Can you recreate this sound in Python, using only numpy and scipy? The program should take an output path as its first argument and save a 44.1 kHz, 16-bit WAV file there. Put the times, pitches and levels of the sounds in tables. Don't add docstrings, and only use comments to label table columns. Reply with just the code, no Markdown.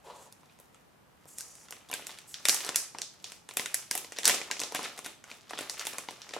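import sys
import numpy as np
from scipy import signal
from scipy.fft import rfft, irfft
from scipy.io import wavfile

SR = 44100
rng = np.random.default_rng(int(sys.argv[2]) if len(sys.argv) > 2 else 0)


def to_linear_factor(level_db):
    exponent = np.asarray(level_db, float) / 20
    return 10 ** exponent


def persist_wave(psi):
    counts = np.round(np.clip(psi, -1, 1) * 32767).astype(np.int16)
    wavfile.write(sys.argv[1], SR, np.atleast_2d(counts).T)


N = 281910

# start in seconds, snap level in dB, middle pitch of the snap in Hz,
# level in dB of the knock on the shell's upper modes, level in dB of the thud on its lower modes.
SINGLE_SNAPS = [(0.3251, -34.5, 7300, -51, -69), (0.432, -61, 5000, -54.5, -49.5),
                (0.4964, -56, 3420, -50, -66), (0.589, -42, 7350, -53, -53), (0.6, -33, 11200, -63, -47),
                (0.7456, -43, 5700, -44.5, -55), (1.2554, -44, 8600, -60, -46.5),
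                (1.289, -39.5, 9000, -66, -71), (1.3846, -16.5, 7300, -38, -72),
                (1.402, -30.5, 6900, -41, -68), (1.408, -18.5, 7000, -40, -69),
                (1.554, -32.5, 6570, -54, -67), (1.6852, -37, 5600, -40, -66),
                (1.708, -24.5, 9100, -65, -43), (1.7246, -26.5, 5900, -31, -38),
                (1.8996, -42, 6800, -38, -36.5), (1.9144, -20, 8200, -30, -37),
                (1.929, -27, 3660, -27, -33.5), (1.9387, -14, 8000, -22.5, -33),
                (1.9949, -43, 6500, -40, -38.5), (2.023, -47, 4200, -35.5, -41),
                (2.069, -19.5, 8040, -34, -44), (2.0932, -54, 6040, -35, -36.5),
                (2.187, -30, 5700, -38, -63), (2.3426, -20, 4500, -32.5, -63),
                (2.454, -5.5, 6530, -14.5, -32), (2.486, 2, 7800, -14, -23.5), (2.495, 0, 6160, -16, -30.5),
                (2.545, -10, 8300, -34, -35), (2.648, -17.5, 6430, -40, -38),
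                (2.6651, -21.5, 7200, -51, -34), (2.6911, -16.5, 5250, -22.5, -25.5),
                (2.7457, -29, 6300, -26.5, -50), (2.7593, -0.5, 7300, -21, -38),
                (2.9478, -38, 4260, -37, -31), (2.9856, -22.5, 5440, -30.5, -40),
                (3.018, -14, 5140, -37, -45), (3.243, -20, 4400, -38, -43), (3.32, -26.5, 5800, -36.5, -44),
                (3.49, -24, 6800, -32.5, -38.5), (3.51, -32, 5400, -35.5, -41),
                (3.5384, -30, 10500, -54, -54), (3.5707, -7.5, 8200, -18.5, -26.5),
                (3.596, -17, 4870, -22.5, -27.5), (3.6595, -18, 6470, -23, -42),
                (3.744, -6.5, 7600, -22.5, -39), (3.912, -8.5, 7300, -22, -31.5),
                (3.9524, -12, 9100, -25, -28), (3.9774, -14, 9000, -28, -38),
                (4.046, -30, 4460, -39.5, -39), (4.1218, -24.5, 5240, -29.5, -38.5),
                (4.1867, -14.5, 6000, -21.5, -29.5), (4.233, -22, 5300, -31, -59),
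                (4.2547, 1, 5750, -13.5, -51), (4.2782, 0, 8600, -14, -37),
                (4.296, -20, 7100, -10.5, -20.5), (4.3107, -19.5, 5000, -18, -34),
                (4.3458, -14, 5600, -39, -30), (4.415, -27, 5640, -25.5, -31.5),
                (4.5032, -49, 3200, -40, -32.5), (4.513, -12, 5000, -19, -34), (4.568, -31, 3940, -33, -38),
                (4.5949, -18, 4800, -34.5, -38.5), (4.6017, -12.5, 7200, -53, -34.5),
                (4.6163, -18.5, 6800, -24.5, -30), (4.6359, -14.5, 5130, -35, -31),
                (4.7225, -25, 7000, -35, -30.5), (4.7483, -13.5, 7500, -20.5, -26.5),
                (4.7917, -27, 6230, -30, -26), (4.9902, -24.5, 6900, -33.5, -34),
                (5.0617, -22.5, 7400, -28, -32.5), (5.2407, -32, 5500, -37, -46),
                (5.3148, -31, 5000, -33.5, -39), (5.5085, -27, 7300, -34.5, -30.5),
                (5.534, -33, 3630, -29, -29), (5.589, -18.5, 7400, -22.5, -27.5),
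                (5.609, -23.5, 8700, -53, -30), (5.6974, -13.5, 6060, -30, -37.5),
                (5.7954, -18.5, 5030, -30, -63), (5.8695, -13, 8900, -22, -31.5),
                (5.9345, -26.5, 7000, -38, -36), (5.9838, -16, 7200, -29.5, -31.5),
                (6.0867, -27.5, 4430, -27.5, -30), (6.1087, -29, 6700, -46, -54),
                (6.2184, -26.5, 4450, -38.5, -59), (6.292, -28.5, 5000, -37, -55),
                (6.3092, -34, 3800, -41, -41), (6.3374, -25, 5200, -24, -32.5),
                (6.364, -34, 4500, -38, -25)]


def snaps():
    # nominal frequency in Hz, relative level in dB, t60 in seconds.
    low_modes = [(308, -3, 0.016), (484, 5, 0.012), (515, 4.5, 0.011), (730, 4, 0.019), (975, 2.5, 0.027),
                 (1170, -2, 0.018)]
    high_modes = [(1500, -3.5, 0.028), (1960, 6.5, 0.0096), (2430, -1, 0.022), (2725, -0.5, 0.014),
                  (3530, 4.2, 0.011)]
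    s, snap_db, pitch_hz, knock_db, thud_db = np.transpose(every_snap())
    count = len(s)
    t = np.arange(1200) / SR
    click = 1.0 * (t == 0)

    shape = np.exp(-t / 0.00025) + to_linear_factor(-15) * np.exp(-t / 0.0022)
    flutter_db = 4 * np.minimum(rng.exponential(1, (count, len(t))), 3) - 4
    cracks = rng.standard_normal((count, len(t))) * shape * to_linear_factor(flutter_db * (t > 0.0006))
    spread = np.zeros_like(cracks)
    for k, hz in enumerate(pitch_hz):
        both = [cracks[k], click]
        patch = band(both, hz / 1.58, hz * 1.496, order=2)
        cracks[k], spread[k] = patch + 0.041 * band(both, 4700, 10700)

    towards = to_linear_factor(snap_db)[:, None] * peak_one(cracks)
    knocks = shell(high_modes, t, count, spread_db=5.0, contact_s=0.0001)
    towards += to_linear_factor(knock_db)[:, None] * knocks
    thuds = shell(low_modes, t, count, spread_db=4.0, contact_s=0.00048)
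    towards += to_linear_factor(thud_db)[:, None] * thuds

    around = to_linear_factor(snap_db + 5)[:, None] * peak_one(spread)
    around += to_linear_factor(knock_db + 8)[:, None] * peak_one(band([click], 1340, 3860, order=2))
    around += to_linear_factor(thud_db + 8.5)[:, None] * peak_one(band([click], 335, 1430, order=2))

    lead = 200
    swell = np.exp(np.arange(-lead, 0) / (0.0015 * SR))
    noise = band(rng.standard_normal((count, lead)), 1500, 12000) * swell
    lead_in = lay_out(s - lead / SR, to_linear_factor(snap_db - 15)[:, None] * peak_one(noise))

    lean_db = 0.4 * rng.standard_normal((count, 1))
    left = lay_out(s, towards * to_linear_factor(lean_db))
    right = lay_out(s, towards * to_linear_factor(-lean_db))
    return np.array([left, right]) + lead_in, lay_out(s, around)


def every_snap():
    # start in seconds, length in seconds, typical snap level in dB, middle pitch in Hz.
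    rips = [(1.887, .012, -40, 5600), (3.927, .02, -35, 5950), (2.497, .03, -49.5, 6800),
            (4.163, .02, -33, 5000), (4.241, .01, -24.5, 6200), (4.265, .038, -16, 5740),
            (4.748, .022, -23.5, 5400), (4.831, .026, -27.5, 5000), (4.975, .012, -30.5, 6500),
            (5.045, .022, -29.5, 6600), (5.576, .012, -30, 4400), (5.852, .018, -29.5, 6200),
            (5.493, .016, -35.5, 5800), (6.335, .016, -31.5, 4860)]
    gap_s = 0.004
    rows = [np.array(SINGLE_SNAPS)]
    for start, length, db, hz in rips:
        count = max(2, round(length / gap_s))
        luck = rng.standard_normal((12, 5))[:count]
        s = start + gap_s * (np.arange(len(luck)) + 0.3 * np.clip(luck[:, 0], -1, 1) + 0.3)
        pitch_hz = hz * 2 ** (0.3 * luck[:, 1])
        snap_db, knock_db, thud_db = np.transpose(db + 3.0 * luck[:, 2:])
        rows.append(np.transpose([s, snap_db, pitch_hz, knock_db - 8.5, thud_db - 15.5]))
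    return np.vstack(rows)


def shell(modes, t, count, spread_db, contact_s):
    hz, db, t60 = np.transpose(modes)
    luck = rng.standard_normal((count, 3, len(hz), 1))
    strength = to_linear_factor(db[:, None] + spread_db * luck[:, 0]) * np.sign(luck[:, 1])
    tuned_hz = hz[:, None] * (1 + 0.05 * luck[:, 2])
    rings = np.sin(2 * np.pi * tuned_hz * t) * to_linear_factor(-60 * t / t60[:, None])
    contact = 1 - np.exp(-t / contact_s)
    return peak_one((strength * rings).sum(axis=1) * contact)


def crinkle():
    # time in seconds, relative level in dB,
    # middle pitch of the ticks in Hz.
    handling = [(0, -74, 3170), (.6, -73, 4000), (1.0, -85, 5000), (1.4, -64, 1500), (1.82, -70, 2010),
                (2.15, -51.5, 2500), (2.3, -63.5, 3070), (2.65, -41.5, 2500), (3.0, -77, 2000),
                (3.3, -55.5, 3000), (3.46, -79.5, 3000), (3.9, -69, 2500), (4.5, -68, 1500),
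                (4.85, -44, 1500), (5.2, -86, 2500), (5.3, -52.5, 2500), (5.47, -65.5, 1990),
                (5.8, -45, 2500), (6.15, -61.5, 1810), (6.39, -52.5, 1200)]
    level_db, pitch_hz = in_time(handling)

    s, knock_db = np.transpose(SINGLE_SNAPS)[[0, 3]]
    t = np.arange(SR // 2) / SR
    swell = (1 - np.exp(-t / 0.0062)) * np.exp(-t / 0.034)
    shaken = lay_out(s, to_linear_factor(2 * (knock_db - 25))[:, None] * swell)

    clumps = to_linear_factor(3.8 * drift(35))
    out = 0
    for hz in np.geomspace(400, 12000, 10):
        releases = grains(per_s=170.0 * clumps, size_db=3.5) + 1e-18
        tick = rms_one(band(releases, hz / 1.53, hz * 1.86, order=2))
        out = out + closeness(hz, pitch_hz, octaves=1.72) * tick
    return out * np.sqrt(to_linear_factor(2 * level_db) + shaken) / 2


def peel():
    # start in seconds, length in seconds, relative hiss level in dB,
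    # first pitch in Hz, settled pitch in Hz.
    pulls = [(.03, 0.24, -65, 7100, 7300), (1.26, 0.392, -58, 8340, 6300), (2.26, 0.077, -54, 9000, 5600)]
    width_octaves, settle_s = 0.18, 0.098
    upper_ratio, upper_share = 1.47, 0.54
    gain = np.zeros(N)
    pitch_hz = np.full(N, pulls[0][3], float)
    for start, length, db, first_hz, settled_hz in pulls:
        t, shape = stroke(start, length, attack=0.02, release=0.03)
        gain = gain + to_linear_factor(db) * shape
        glide_hz = settled_hz + (first_hz - settled_hz) * np.exp(-t / settle_s)
        pitch_hz = np.where(t > 0, glide_hz, pitch_hz)
    out = 0
    for hz in np.geomspace(4800, 15500, 13):
        threads = band(grains(per_s=4000.0, size_db=2.5), hz / 1.09, hz * 1.09, order=2)
        main = closeness(hz, pitch_hz, width_octaves)
        upper = closeness(hz, upper_ratio * pitch_hz, width_octaves)
        out = out + (main + upper_share * upper + 0.25) * rms_one(threads)
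    return out * gain * to_linear_factor(2.5 * drift(25)) / 2


def slide():
    # frequency in Hz, relative spectrum level in dB.
    rub_spectrum = [(200, -25), (400, 0), (560, 5), (720, 1), (950, 8.5), (1300, -7), (2200, -14.5),
                    (3200, -10.5), (4500, -14), (9000, -32)]
    t, shape = stroke(start=0.016, length=0.26, attack=0.052, release=0.035)
    rub = coloured(grains(per_s=3200.0, size_db=1.0), rub_spectrum)
    fading_db = -48 - 36 * t
    return rub * shape * to_linear_factor(fading_db + 2.0 * drift(21))


def hand():
    return peel() + slide() + crinkle()


def room(x):
    # frequency in Hz, t60 in seconds, relative level in dB, left-right likeness.
    decay = [(149, 0.35, -27, 0.28), (397, 0.43, -37.5, 0.97), (990, 0.37, -39, 0.53),
             (2500, 0.36, -35, 0.51), (5000, 0.42, -34, 0.25), (9000, 0.32, -34.5, 0.071),
             (12050, 0.31, -34.5, .2), (15500, 0.22, -30, 0.19)]
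    fill_s = 0.0013
    t = np.arange(SR // 2) / SR
    edges = 100 * 2 ** np.arange(0, 7.6, 0.5)
    tail = 0
    for low, high in zip(edges, edges[1:]):
        mid, side = band(rng.standard_normal((2, len(t))), low, high, order=2)
        hz = np.sqrt(low * high)
        level_db = at_hz(decay, hz, order=2) - 60 * t / at_hz(decay, hz)
        tail = tail + pair(mid, side, at_hz(decay, hz, order=3)) * to_linear_factor(level_db)
    tail = tail * np.minimum(t / fill_s, 1)
    return signal.fftconvolve(x[None], tail)[:, :N]


def air():
    # frequency in Hz, relative spectrum level in dB.
    spectrum = [(18, -53), (30, -16.5), (154, -5), (409, -11.5), (858, -11.5), (1090, -14), (5440, -29),
                (14800, -32), (15900, -67)]
    # frequency in Hz, left-right likeness.
    likeness = [(60, 0.25), (130, 0.51), (300, 0.032), (1500, 0.12), (6000, .15), (15000, .1)]
    mid, side = rfft(coloured(rng.standard_normal((2, N)), spectrum))
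    hz = np.arange(len(mid)) * SR / N
    both = irfft(pair(mid, side, at_hz(likeness, hz)), N)
    return to_linear_factor(-63.5 + 0.16 * drift(8)) * np.sqrt(2) * both


def grains(per_s, size_db):
    sizes = to_linear_factor(size_db * np.minimum(rng.exponential(1, N), 5)) * rng.choice([-1, 1], N)
    return sizes * (rng.random(N) < per_s / SR)


def stroke(start, length, attack, release):
    t = np.arange(N) / SR - start
    ramps = np.minimum(t / attack, (length + release - t) / release)
    return np.maximum(t, 0), np.clip(ramps, 0, 1) ** 2


def drift(rate):
    r = np.exp(-2 * np.pi * rate / SR)
    noise = rng.standard_normal(N + SR)
    return rms_one(signal.lfilter([1], [1, -2 * r, r * r], noise)[SR:])


def coloured(x, spectrum):
    n = x.shape[-1]
    gain = to_linear_factor(at_hz(spectrum, np.arange(n // 2 + 1) * SR / n))
    return rms_one(irfft(rfft(x) * gain, n))


def pair(mid, side, likeness):
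    alike = np.clip(likeness, 0, 1)
    return np.sqrt((1 + alike) / 2) * mid + np.sqrt((1 - alike) / 2) * side * np.array([[1], [-1]])


def band(x, low_hz, high_hz, order=1):
    edges_hz = [low_hz, min(high_hz, 0.45 * SR)]
    return signal.sosfilt(signal.butter(order, edges_hz, "band", fs=SR, output="sos"), x)


def closeness(hz, pitch_hz, octaves):
    return np.exp(-0.5 * (np.log2(hz / pitch_hz) / octaves) ** 2)


def at_hz(points, hz, order=1):
    points = np.array(points)
    return np.interp(np.log(np.maximum(hz, 1)), np.log(points[:, 0]), points[:, order])


def in_time(rows):
    s, *columns = np.transpose(rows)
    return [np.interp(np.arange(N) / SR, s, column) for column in columns]


def lay_out(s, blows):
    out = np.zeros(N + blows.shape[1])
    for at, blow in zip(np.round(s * SR).astype(int), blows):
        out[at:at + len(blow)] += blow
    return out[:N]


def rms_one(x):
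    return x / np.sqrt(np.mean(x ** 2) + 1e-20)


def peak_one(rows):
    return rows / np.abs(rows).max(axis=1, keepdims=True)


def scene():
    echo_s, echo_db = 0.0069, -13
    towards, around = snaps()
    work = hand()
    near = towards + work
    lag = round(echo_s * SR)
    near[:, lag:] += to_linear_factor(echo_db) * near[::-1, :-lag]
    return band(near + room(around + work), 140, 13000, order=2) + air()


def band_limit(x):
    return signal.sosfilt(signal.butter(12, 16970, fs=SR, output="sos"), x)


def record(dry):
    # frequency in Hz, left minus right in dB.
    balance = [(60, -2), (380, 1), (2380, 0.5), (15000, -1.5)]
    lean_db = at_hz(balance, np.arange(N // 2 + 1) * SR / N) / 2
    heard = irfft(rfft(dry) * to_linear_factor([lean_db, -lean_db]), N)
    mix = 0.92 * np.tanh(heard / 1.058)
    return band_limit(mix)


dry = scene()
out = record(dry)
persist_wave(out)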